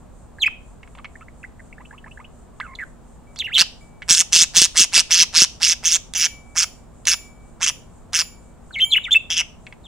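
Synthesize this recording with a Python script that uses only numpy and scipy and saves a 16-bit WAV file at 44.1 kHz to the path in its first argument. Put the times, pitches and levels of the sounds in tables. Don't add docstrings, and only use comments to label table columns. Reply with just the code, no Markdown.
import sys
import numpy as np
from scipy import signal
from scipy.fft import rfft, irfft, next_fast_len
from scipy.io import wavfile
from scipy.ndimage import map_coordinates

SR = 44100
rng = np.random.default_rng(int(sys.argv[2]) if len(sys.argv) > 2 else 0)


def log_audio(samples):
    frames = np.atleast_2d(samples).T
    limited = np.clip(frames, -1, 1)
    pcm = np.round(limited * 32767).astype(np.int16)
    wavfile.write(sys.argv[1], SR, pcm)


N = 435266
TIME = np.arange(N) / SR

# frequency in Hz, relative level in dB.
ROOM_COLOUR = [(20, -9), (50, -1), (95, -9), (170, -10), (300, -17), (750, -21), (1200, -27), (2100, -39),
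               (5200, -47), (15500, -55)]
# frequency in Hz, likeness from 0 to 1.
ROOM_LIKENESS = [(60, 0.6), (400, 0), (950, 0.7), (3800, 0.4), (12000, 0.04)]
# pitch in Hz, level in dB.
HUM_TONES = [(39, -58), (237, -59)]
# frequency in Hz, relative level in dB.
ECHO_COLOUR = [(200, -0.5), (1200, -4.5), (2700, 5.5), (5300, 0), (7000, -1), (15000, -7.5)]
# time in seconds, left level minus right level in dB.
BIRD_PLACE = [(.4, -1.8), (3.5, -3.4), (4.2, -1.7), (5.3, -1.7), (5.8, -3.2), (8.2, -1.8), (9.1, .6)]
# frequency in Hz, phase shift in radians (negative is later).
LEFT_PHASE = [(1200, 0), (4700, -.55), (7750, -.6), (11200, -2.4), (15000, -2.6)]

# start in seconds, peak in dB, favoured pitch in Hz.
TAPS = [(0.831, -34, 1820), (0.875, -41, 1700), (0.951, -35, 1490), (1.045, -24.5, 2020),
        (1.053, -27, 2000), (3.36, -30.5, 4970), (4.0202, -25.5, 2700), (4.0252, -27, 2680),
        (9.667, -27.5, 1890), (9.725, -30, 1820)]
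# pitch in Hz, relative level in dB, seconds to fade by 60 dB.
PLASTIC_TONES = [(942, -9.5, .008), (1550, -4.5, 0.0018), (2200, 2, 0.0063), (2880, 2, 0.0018),
                 (5500, -3, 0.0021), (12500, -18, 0.0024)]
BELL_PITCHES = [2293, 7097, 10230, 10652, 14690]
# relative level in dB, seconds to fade by 60 dB.
BELL_RINGING = [(-4.5, 0.93), (2, 0.42), (-10, 0.48), (3.5, 0.28), (-6, .34)]
# start in seconds, level in dB, extra dB for the lowest tone.
BELL_STRIKES = [(3.27, -78.5, 24), (3.81, -69, 19), (6.176, -31, 0), (6.621, -43.5, -8.5),
                (7.09, -32, -4.5), (7.678, -44, -14), (8.163, -32, -12.5), (8.846, -39.5, 5)]

# frequency in Hz, boost in dB.
BEAK_COLOUR = [(2000, 25), (3400, -9.5), (4700, -10.5), (6300, -1.5), (7300, 11.5), (9000, -0.5),
               (14000, 15.5)]
# start and length in seconds, first and last pitch in Hz,
# level in dB, roughness from 0 to 1.
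WARBLE_NOTES = [(0.384, 0.01, 1490, 1780, -40, 0.5), (0.973, 0.0203, 800, 1310, -51.5, 0.85),
                (0.989, 0.015, 1280, 1010, -43, 0.3), (1.154, 0.009, 1680, 1880, -37.5, 0.3),
                (1.208, 0.027, 1174, 1410, -45.5, 0.3), (1.282, 0.0062, 1860, 2410, -40, 0),
                (1.43, 0.015, 2415, 1670, -42.5, 0.64), (1.439, 0.015, 1570, 2180, -35, 0.4),
                (1.594, 0.017, 2014, 1570, -44.5, 0.6), (1.726, 0.0061, 2080, 2760, -37.5, 0.2),
                (2.599, 0.018, 900, 2210, -28.5, 0.7), (2.623, 0.048, 1650, 1254, -39, 0.05),
                (2.674, 0.071, 1073, 1073, -46, 0), (2.751, 0.0085, 3820, 3590, -37, 0.84),
                (2.787, 0.055, 2185, 1517, -31.5, 0.42), (8.707, 0.0091, 1394, 1550, -39.5, 0.37),
                (8.786, 0.016, 4050, 3330, -38.5, 0.4), (9.081, 0.02, 1330, 1630, -36, 0.05)]
TUNE_NOTES = [(0, 0.0087, 1550, 1940, -37, 0.21), (0.018, 0.0278, 798, 1265, -44, 0.17),
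              (0.07, .013, 2430, 3110, -43.5, .3)]
# start in seconds, change of level in dB.
TUNE_REPEATS = [(1.78, -4), (1.908, -2.5), (2.041, -2), (2.173, -1)]
# start, break and end in
# seconds, level before and after the break in dB, pitch before and after it in Hz,
# swell shape (1 is even, 3 is early), roughness from 0 to 1.
CHIRP_SLIDES = [(0.395, 0.436, .451, -8.5, -19, 3030, 2300, 1.06, 0.1),
                (8.717, 8.758, 8.799, -29.5, -26.5, 3050, 2310, 2.05, 0.21),
                (8.897, 8.941, 8.961, -10.5, -18, 3270, 2556, 2, 0.16),
                (9.03, 9.054, 9.081, -26, -30.5, 3000, 2320, 3.2, 0.03),
                (9.827, 9.873, 9.880, -44, -46, 2930, 2200, 3, 0.33)]
# start and end of the hold in seconds, pitch in Hz,
# level in dB, roughness halfway through from 0 to 1, closing drop in octaves.
HELD_NOTES = [(0.457, 0.471, 2626, -11.5, 0.18, 1.54), (8.798, 8.843, 3146, -11.5, 0.3, 0.056),
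              (8.96, 8.973, 3050, -11, 0, 1.34), (9.108, 9.139, 3530, -12, 0.34, 1.335),
              (9.145, 9.167, 2685, -12, 0.46, 0.049)]
# time in seconds, pitch in Hz,
# level in dB, roughness from 0 to 1.
GLIDE_PATH = [(3.366, 3054, -42, 0.35), (3.377, 4650, -45.5, 0.3), (3.392, 4200, -35, 0.74),
              (3.403, 3580, -22, 0.43), (3.417, 3040, -25.5, 0), (3.426, 1850, -32, 0.2),
              (3.431, 3340, -50, 0.7), (3.444, 2700, -29, 0.25), (3.463, 2930, -26.5, 0.25),
              (3.479, 1584, -37.5, 0.07), (3.488, 2146, -32, 0.04), (3.502, 1277, -44.5, 0.1),
              (3.53, 2650, -29.5, 0.2), (3.546, 3750, -20, 0.3), (3.554, 3236, -17, 0.9),
              (3.576, 2985, -9, .6)]

# frequency in Hz, relative level in dB.
RASP_COLOUR = [(400, -50), (750, -35), (1300, -16), (2800, -2.5), (6000, 1), (7800, -6.5), (10200, -9.5),
               (11800, -21.5), (15000, -16.5)]
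# start in seconds, peak in dB.
SYRINX_POPS = [(3.389, -20), (6.137, -13.5), (7.054, -18.5), (8.133, -12.5)]
# start, break, end and rise time in
# seconds, level before and after the break in dB, level change at the break in dB, smear at the break
# from 0 to 1, shriek pitch before and after in Hz, a lower tone's pitch in Hz, then the relative
# levels in dB of that lower tone, the throat and the bright edge above the shriek.
SQUAWK_CALLS = [(3.576, 3.599, 3.633, .003, -14, -13, 4.5, 0.1, 4223, 5335, 2714, -10, -19, -10),
                (4.078, 4.158, 4.229, 0.021, -11.5, -13.5, -6.5, 0.84, 5980, 6160, 3582, -11, -21.5, -12),
                (4.318, 4.387, 4.451, 0.013, -11.5, -11.5, -2, .8, 6165, 6520, 3530, -9.5, -25, -10.5),
                (4.536, 4.608, 4.669, 0.032, -10.5, -12, -3, 0.88, 5870, 6570, 3668, -8.5, -23, -7),
                (4.745, 4.802, 4.856, 0.034, -11, -14, 2, 0.81, 5740, 6330, 3140, -7.5, -24, -7.5),
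                (4.919, 4.977, 5.020, 0.029, -11.5, -13, -0.5, 0.83, 5620, 5930, 3290, -9, -21, -5),
                (5.095, 5.176, 5.247, 0.023, -12.5, -11, -4, 0.42, 5950, 5910, 3098, -10, -23.5, -21),
                (5.327, 5.398, 5.457, 0.04, -10.5, -11.5, -1.5, 0.67, 5513, 6030, 3220, -10.5, -21.5, -15),
                (5.6, 5.668, 5.744, 0.032, -13.5, -15, -2, 0.87, 5580, 6200, 2863, -10.5, -30, -14.5),
                (5.826, 5.904, 5.976, 0.033, -15.5, -14, -5, .5, 6100, 6250, 3193, -10.5, -28.5, -29),
                (6.148, 6.195, 6.276, 0.003, -19, -14.5, -6.5, 0.74, 5880, 6050, 2956, -8, -23, -31.5),
                (6.549, 6.614, 6.651, 0.027, -15.5, -14, -3.5, 0.53, 6220, 5790, 3170, -9, -18, -17.5),
                (7.064, 7.112, 7.152, .006, -14.5, -14, -3.5, .5, 6430, 5940, 2858, -9.5, -17.5, -19),
                (7.6, 7.658, 7.709, 0.03, -15.5, -16, -6.5, 1, 6320, 5960, 3170, -4, -17, -13),
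                (8.124, 8.186, 8.229, 0.024, -15, -14.5, -6.5, 0.63, 6124, 5620, 2780, -8.5, -16, -17.5),
                (9.297, 9.352, 9.423, .006, -20, -16.5, -9, 0.61, 5700, 6100, 3193, 2.5, -22, -26.5)]
PUSH_TIMES = [3.616, 4.108, 4.207, 4.364, 4.422, 4.568, 4.583, 4.625, 4.82, 4.961, 4.993, 5.421]


def from_db(db):
    return 10 ** (np.asarray(db) / 20)


def rms_one(x):
    return x / np.sqrt(np.mean(x ** 2) + 1e-20)


def at_hz(points, hz):
    table_hz, value = np.transpose(points)
    return np.interp(np.log(np.maximum(hz, 1)), np.log(table_hz), value)


def coloured(x, colour):
    n = next_fast_len(x.shape[-1], True)
    gain = from_db(at_hz(colour, np.arange(n // 2 + 1) * SR / n))
    return rms_one(irfft(rfft(x, n) * gain, n)[..., :x.shape[-1]])


def wander(n, rate_hz):
    knots = rng.standard_normal(min(n, SR // 8) // 2 + 4)[:int(n * rate_hz / SR) + 4]
    return map_coordinates(knots, [np.arange(n) * rate_hz / SR], order=3, mode="mirror")


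def phase_of(hz):
    return 2 * np.pi * np.cumsum(hz) / SR


def filtered(x, order, hz, kind):
    return signal.sosfilt(signal.butter(order, hz, kind, fs=SR, output="sos"), x)


def ring(x, hz, ring_s):
    decay, step = from_db(-60 / (ring_s * SR)), 2 * np.pi * hz / SR
    return signal.lfilter([0, np.sin(step)], [1, -2 * decay * np.cos(step), decay * decay], x + 1e-18)


def fade(t, rise_s, fall_s):
    fade_in = np.sin(np.pi / 2 * np.clip((t - t[0]) / rise_s, 0, 1)) ** 2
    fade_out = np.sin(np.pi / 2 * np.clip((t[-1] - t) / fall_s, 0, 1)) ** 2
    return fade_in * fade_out


def add(out, start, x):
    i = max(int(start * SR), 0)
    out[i:i + len(x)] += x[:N - i]


def room_tone(air_db=-45):
    n = next_fast_len(N, True)
    shared, opposed = rfft(rng.standard_normal((2, n)))
    alike = np.clip(at_hz(ROOM_LIKENESS, np.arange(len(shared)) * SR / n), 0, 1)
    noise = irfft(np.sqrt(1 + alike) * shared + np.sqrt(1 - alike) * opposed * [[1], [-1]], n)
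    air = coloured(noise, ROOM_COLOUR)[:, :N]
    hum = sum(np.sqrt(2) * from_db(db) * np.sin(phase_of(hz + 3 * wander(N, 8.6)))
              for hz, db in HUM_TONES)
    return from_db(air_db) * air + hum


def high_hiss(level_db=-64.5, throb_db=3.5, throb_hz=4.12, band_hz=(6700, 8700)):
    hiss = filtered(rng.standard_normal((2, N)), 2, band_hz, "band")
    throb = np.cos(2 * np.pi * throb_hz * (TIME + .039))
    return rms_one(hiss) * from_db(level_db + throb_db * throb)


def echo(x, walls_s=0.35, walls_db=-22.0, cage_s=0.057, cage_db=-13.5):
    t = TIME[:SR // 2]
    walls = coloured(rng.standard_normal((2, len(t))), ECHO_COLOUR)
    walls *= from_db(-60 * t / walls_s) * (t > .006)
    scatter = rng.standard_normal(len(t)) + rng.standard_normal((2, len(t)))
    cage = coloured(scatter, ECHO_COLOUR) * from_db(-60 * t / cage_s) * (t > .001)
    bounces = (from_db(walls_db) * rms_one(walls) + from_db(cage_db) * rms_one(cage)) / np.sqrt(len(t))
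    return signal.fftconvolve(x[None], bounces, axes=1)[:, :N]


def off_centre(x, pan_db):
    n = next_fast_len(N, True)
    shift = at_hz(LEFT_PHASE, np.arange(n // 2 + 1) * SR / n)
    late = irfft(rfft(x, n) * np.exp(1j * shift), n)[:N]
    return np.array([late * from_db(pan_db / 2), x * from_db(-pan_db / 2)])


def plastic_ticks(tap_s=0.0036, scrape_db=-24, scrape_s=.012, focus_db_per_octave=32.0):
    out, t = np.zeros(N), TIME[:SR // 10]
    for start, peak_db, centre_hz in TAPS:
        force = np.exp(-t / tap_s) + from_db(scrape_db) * np.exp(-t / scrape_s)
        contact = rng.standard_normal(len(t)) * force
        tick = sum(ring(contact, hz, ring_s)
                   * from_db(db - focus_db_per_octave * abs(np.log2(hz / centre_hz)))
                   for hz, db, ring_s in PLASTIC_TONES)
        tick = filtered(tick, 3, hz=950, kind="high")
        tick = filtered(tick, 1, hz=4500, kind="low")
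        add(out, start, from_db(peak_db) * tick / np.abs(tick).max())
    return out


def toy_bell(twin_ratio=1.0025, twin_db=-9):
    out, t = np.zeros(N), TIME[:SR]
    for start, level_db, lowest_db in BELL_STRIKES:
        for k, (hz, (db, ring_s)) in enumerate(zip(BELL_PITCHES, BELL_RINGING)):
            phase = 2 * np.pi * hz * t
            pair = np.sin(phase) + from_db(twin_db) * np.sin(twin_ratio * phase)
            add(out, start, pair * from_db(level_db + db + lowest_db * (k == 0) - 60 * t / ring_s))
    return out


def whistle(t, hz, level_db, rough, edge_s=0.0015, flutter_hz=150, flutter_depth=.85, breath_db=-35):
    rough, n = np.clip(rough, 0, 1), len(t)
    flutter = np.sin(phase_of(flutter_hz * (1 + 0.15 * wander(n, 120))))
    shake = rough * (0.074 * flutter + 0.07 * wander(n, 1800))
    phase = phase_of(hz * (1 + shake + .005 * wander(n, 700)))
    tone = np.sin(phase)
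    for k, overtone_db in enumerate((-29, -41, -46, -48), 2):
        gain = from_db(overtone_db + at_hz(BEAK_COLOUR, k * hz) + 2.2 * rough + 6.4 * wander(n, 220))
        fray = 2.2 * rough * wander(n, 2000)
        tone += gain * np.sin(k * phase + fray) * (k * hz < SR / 2)
    fizz = rms_one(np.diff(rng.standard_normal(n + 1)))
    fizz *= from_db(breath_db + 10 * rough + 2.8 * wander(n, 300))
    throb = 1 + flutter_depth * rough * flutter
    return (np.sqrt(2) * tone + fizz) * from_db(level_db) * throb * fade(t, edge_s, edge_s)


def warble(waver=0.049):
    out = np.zeros(N)
    repeats = [(at + offset, length, first_hz, last_hz, db + gain_db, rough)
               for at, gain_db in TUNE_REPEATS
               for offset, length, first_hz, last_hz, db, rough in TUNE_NOTES]
    for start, length, first_hz, last_hz, level_db, rough in WARBLE_NOTES + repeats:
        t = np.arange(0, length, 1 / SR)
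        hz = np.linspace(first_hz, last_hz, len(t)) * (1 + waver * wander(len(t), 900))
        add(out, start, whistle(t, hz, level_db, rough, edge_s=0.0026))
    return out


def chirp_slides(top_hz=4410, swell_db=43, break_s=0.0028, sag_octaves=0.23, waver=0.048):
    out = np.zeros(N)
    for start, break_at, end, upper_db, lower_db, upper_hz, lower_hz, swell, rough in CHIRP_SLIDES:
        t = np.arange(start, end, 1 / SR)
        to_go = np.interp(t, [start, break_at], [1, 0])
        sag = sag_octaves * np.interp(t, [break_at, end], [0, 1])
        dropped = .5 + .5 * np.tanh((t - break_at) / break_s)
        hz = (1 - dropped) * (upper_hz + (top_hz - upper_hz) * to_go) + dropped * lower_hz * 2 ** -sag
        level_db = (1 - dropped) * (upper_db - swell_db * to_go ** swell) + dropped * lower_db
        add(out, start, whistle(t, hz * (1 + waver * wander(len(t), 127.3)), level_db, rough))
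    return out


def held_notes(scoop_octaves=.3, scoop_s=0.0057, swell_db=14, flick_s=0.014):
    out = np.zeros(N)
    for start, end, pitch_hz, note_db, rough, flick_octaves in HELD_NOTES:
        t = np.arange(start, end + flick_s, 1 / SR)
        to_go = np.interp(t, [start, end], [1, 0])
        flicked = np.maximum(t - end, 0) / flick_s
        octaves = -scoop_octaves * np.exp((start - t) / scoop_s) - flick_octaves * flicked ** 1.4
        level_db = note_db - swell_db * to_go ** 3 - 30.5 * np.tanh(flicked)
        add(out, start, whistle(t, pitch_hz * 2 ** octaves, level_db, 2 * rough * to_go))
    return out


def glide():
    out = np.zeros(N)
    times, *columns = np.transpose(GLIDE_PATH)
    t = np.arange(times[0], times[-1], 1 / SR)
    hz, level_db, rough = [np.interp(t, times, column) for column in columns]
    add(out, times[0], whistle(t, hz, level_db, rough))
    return out


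def pops(decay_s=0.0019):
    out, t = np.zeros(N), TIME[:SR // 50]
    for start, peak_db in SYRINX_POPS:
        pop = coloured(rng.standard_normal(len(t)), RASP_COLOUR) * np.exp(-t / decay_s)
        add(out, start, from_db(peak_db) * pop / np.abs(pop).max())
    return out


def creak(t, lowest_hz=541, octaves_per_s=55, length_s=0.028, level_db=-40):
    age = np.minimum(t, length_s)
    phase = phase_of(lowest_hz * 2 ** (octaves_per_s * age) * (1 + 0.087 * wander(len(t), 700)))
    return from_db(level_db) * sum(np.sin(k * phase) for k in (1, 2, 3)) * np.sin(np.pi * age / length_s)


def rattle(smear, rate_hz=171, attack_share=0.13, open_share=.48, leak=0.11):
    n = len(smear)
    cycle = np.cumsum(rate_hz * (1 + (.055 + .2 * smear) * wander(n, 150))) / SR % 1
    opening = np.minimum(cycle / attack_share, 1) / (1 + (cycle / open_share) ** 7)
    blur = np.clip(leak + smear, 0, 1)
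    bursts = rms_one((1 - blur) * opening + blur * .5 * from_db(6.3 * wander(n, 900)))
    arch = np.sin(np.pi * np.minimum(cycle / open_share, 2) / 2) - np.pi / 4
    return bursts, arch


def beak(call, level_db, cut_hz=980, hollow_hz=4200, half_shut_db=-11):
    call = filtered(call, 3, cut_hz, "high")
    depth = np.clip(.15 * (half_shut_db - level_db), 0, 1)
    return call - depth * signal.lfilter(*signal.iirpeak(hollow_hz, 4.5, fs=SR), call)


def squawks(break_s=.015, fall_s=.021, push_s=0.0053, push_db=4, strain_db=-12.5, edge_ratio=1.42,
            shriek_db=1.5, overtone_db=-21, rasp_db=-3):
    out = np.zeros(N)
    for (start, break_at, end, rise_s, first_db, second_db, break_db, smear,
         first_hz, second_hz, low_hz, low_db, throat_db, edge_db) in SQUAWK_CALLS:
        t = np.arange(start, end, 1 / SR)
        n, from_break = len(t), (t - break_at) / break_s
        broken = np.exp(-from_break ** 2)
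        after = .5 + .5 * np.tanh(from_break)
        level_db = first_db + (second_db - first_db) * after
        strain = from_db(.45 * (level_db - strain_db))
        bursts, arch = rattle(smear * broken)
        swell = np.clip((t - start) / rise_s, 0, 1) ** 1.8
        pressure = np.maximum(swell, from_db(-25)) * fade(t, 0.0022, fall_s) ** .73
        tension = (.75 + .25 * np.sqrt(pressure)) * (1 - .08 * broken + .055 * wander(n, 110))
        shriek_hz = (first_hz + (second_hz - first_hz) * after) * tension * (1 + 0.17 * arch)
        ragged = 0.077 * strain * (.5 + smear * (1 + broken))
        phase = phase_of(shriek_hz * (1 + ragged * wander(n, 3500)))
        shriek = np.sin(phase) + from_db(overtone_db) * np.sin(2 * phase)
        edge = np.sin(phase_of(edge_ratio * shriek_hz * (1 + ragged * wander(n, 3500))))
        bend = tension * (1 + .28 * arch) * (1 + pressure) / 2
        lower, throat = [
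            np.sin(phase_of(hz * bend * (1 + stray * wander(n, 90) + .09 * wander(n, 2500))))
            for hz, stray in ((low_hz, .06), (1750, .13))]
        noise = rng.standard_normal(n)
        patchy_colour = [(hz, db + 3 * rng.standard_normal()) for hz, db in RASP_COLOUR]
        rasp = coloured(noise, patchy_colour) / np.sqrt(2)
        voice = (np.sqrt(pressure) * (from_db(shriek_db) * shriek + from_db(edge_db) * edge)
                 + from_db(low_db) * lower
                 + from_db(throat_db + 7.7 * (1.5 - pressure)) * throat
                 + from_db(rasp_db) * np.sqrt(strain) * rasp)
        push = sum(np.exp(-((t - at) / push_s) ** 2) for at in PUSH_TIMES)
        gain = from_db(level_db + break_db * broken + push_db * push + 0.58 * wander(n, 170))
        call = beak(bursts * rms_one(voice) * pressure * gain, level_db)
        add(out, start, call + bursts * (creak(t - start) + creak(end - t)))
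    return out


def scene():
    birds = chirp_slides() + held_notes() + glide() + squawks() + pops() + warble() + plastic_ticks()
    bell = toy_bell()
    pan_db = np.interp(TIME, *np.transpose(BIRD_PLACE))
    return off_centre(birds, pan_db) + bell + echo(birds + bell) + room_tone() + high_hiss()


def record(dry, overload_at=0.66, thump_db=-8.5, thump_hz=(115, 420), top_hz=16400):
    rounded = dry / (1 + dry ** 8) ** (1 / 8)
    excess = np.maximum(np.abs(dry) - overload_at, 0)
    thumps = filtered(excess + 1e-18, 2, thump_hz, "band")
    treble_cut = signal.cheby2(16, 60, top_hz, fs=SR, output="sos")
    return signal.sosfilt(treble_cut, rounded - from_db(thump_db) * thumps)


dry = scene()
out = record(dry)
log_audio(out)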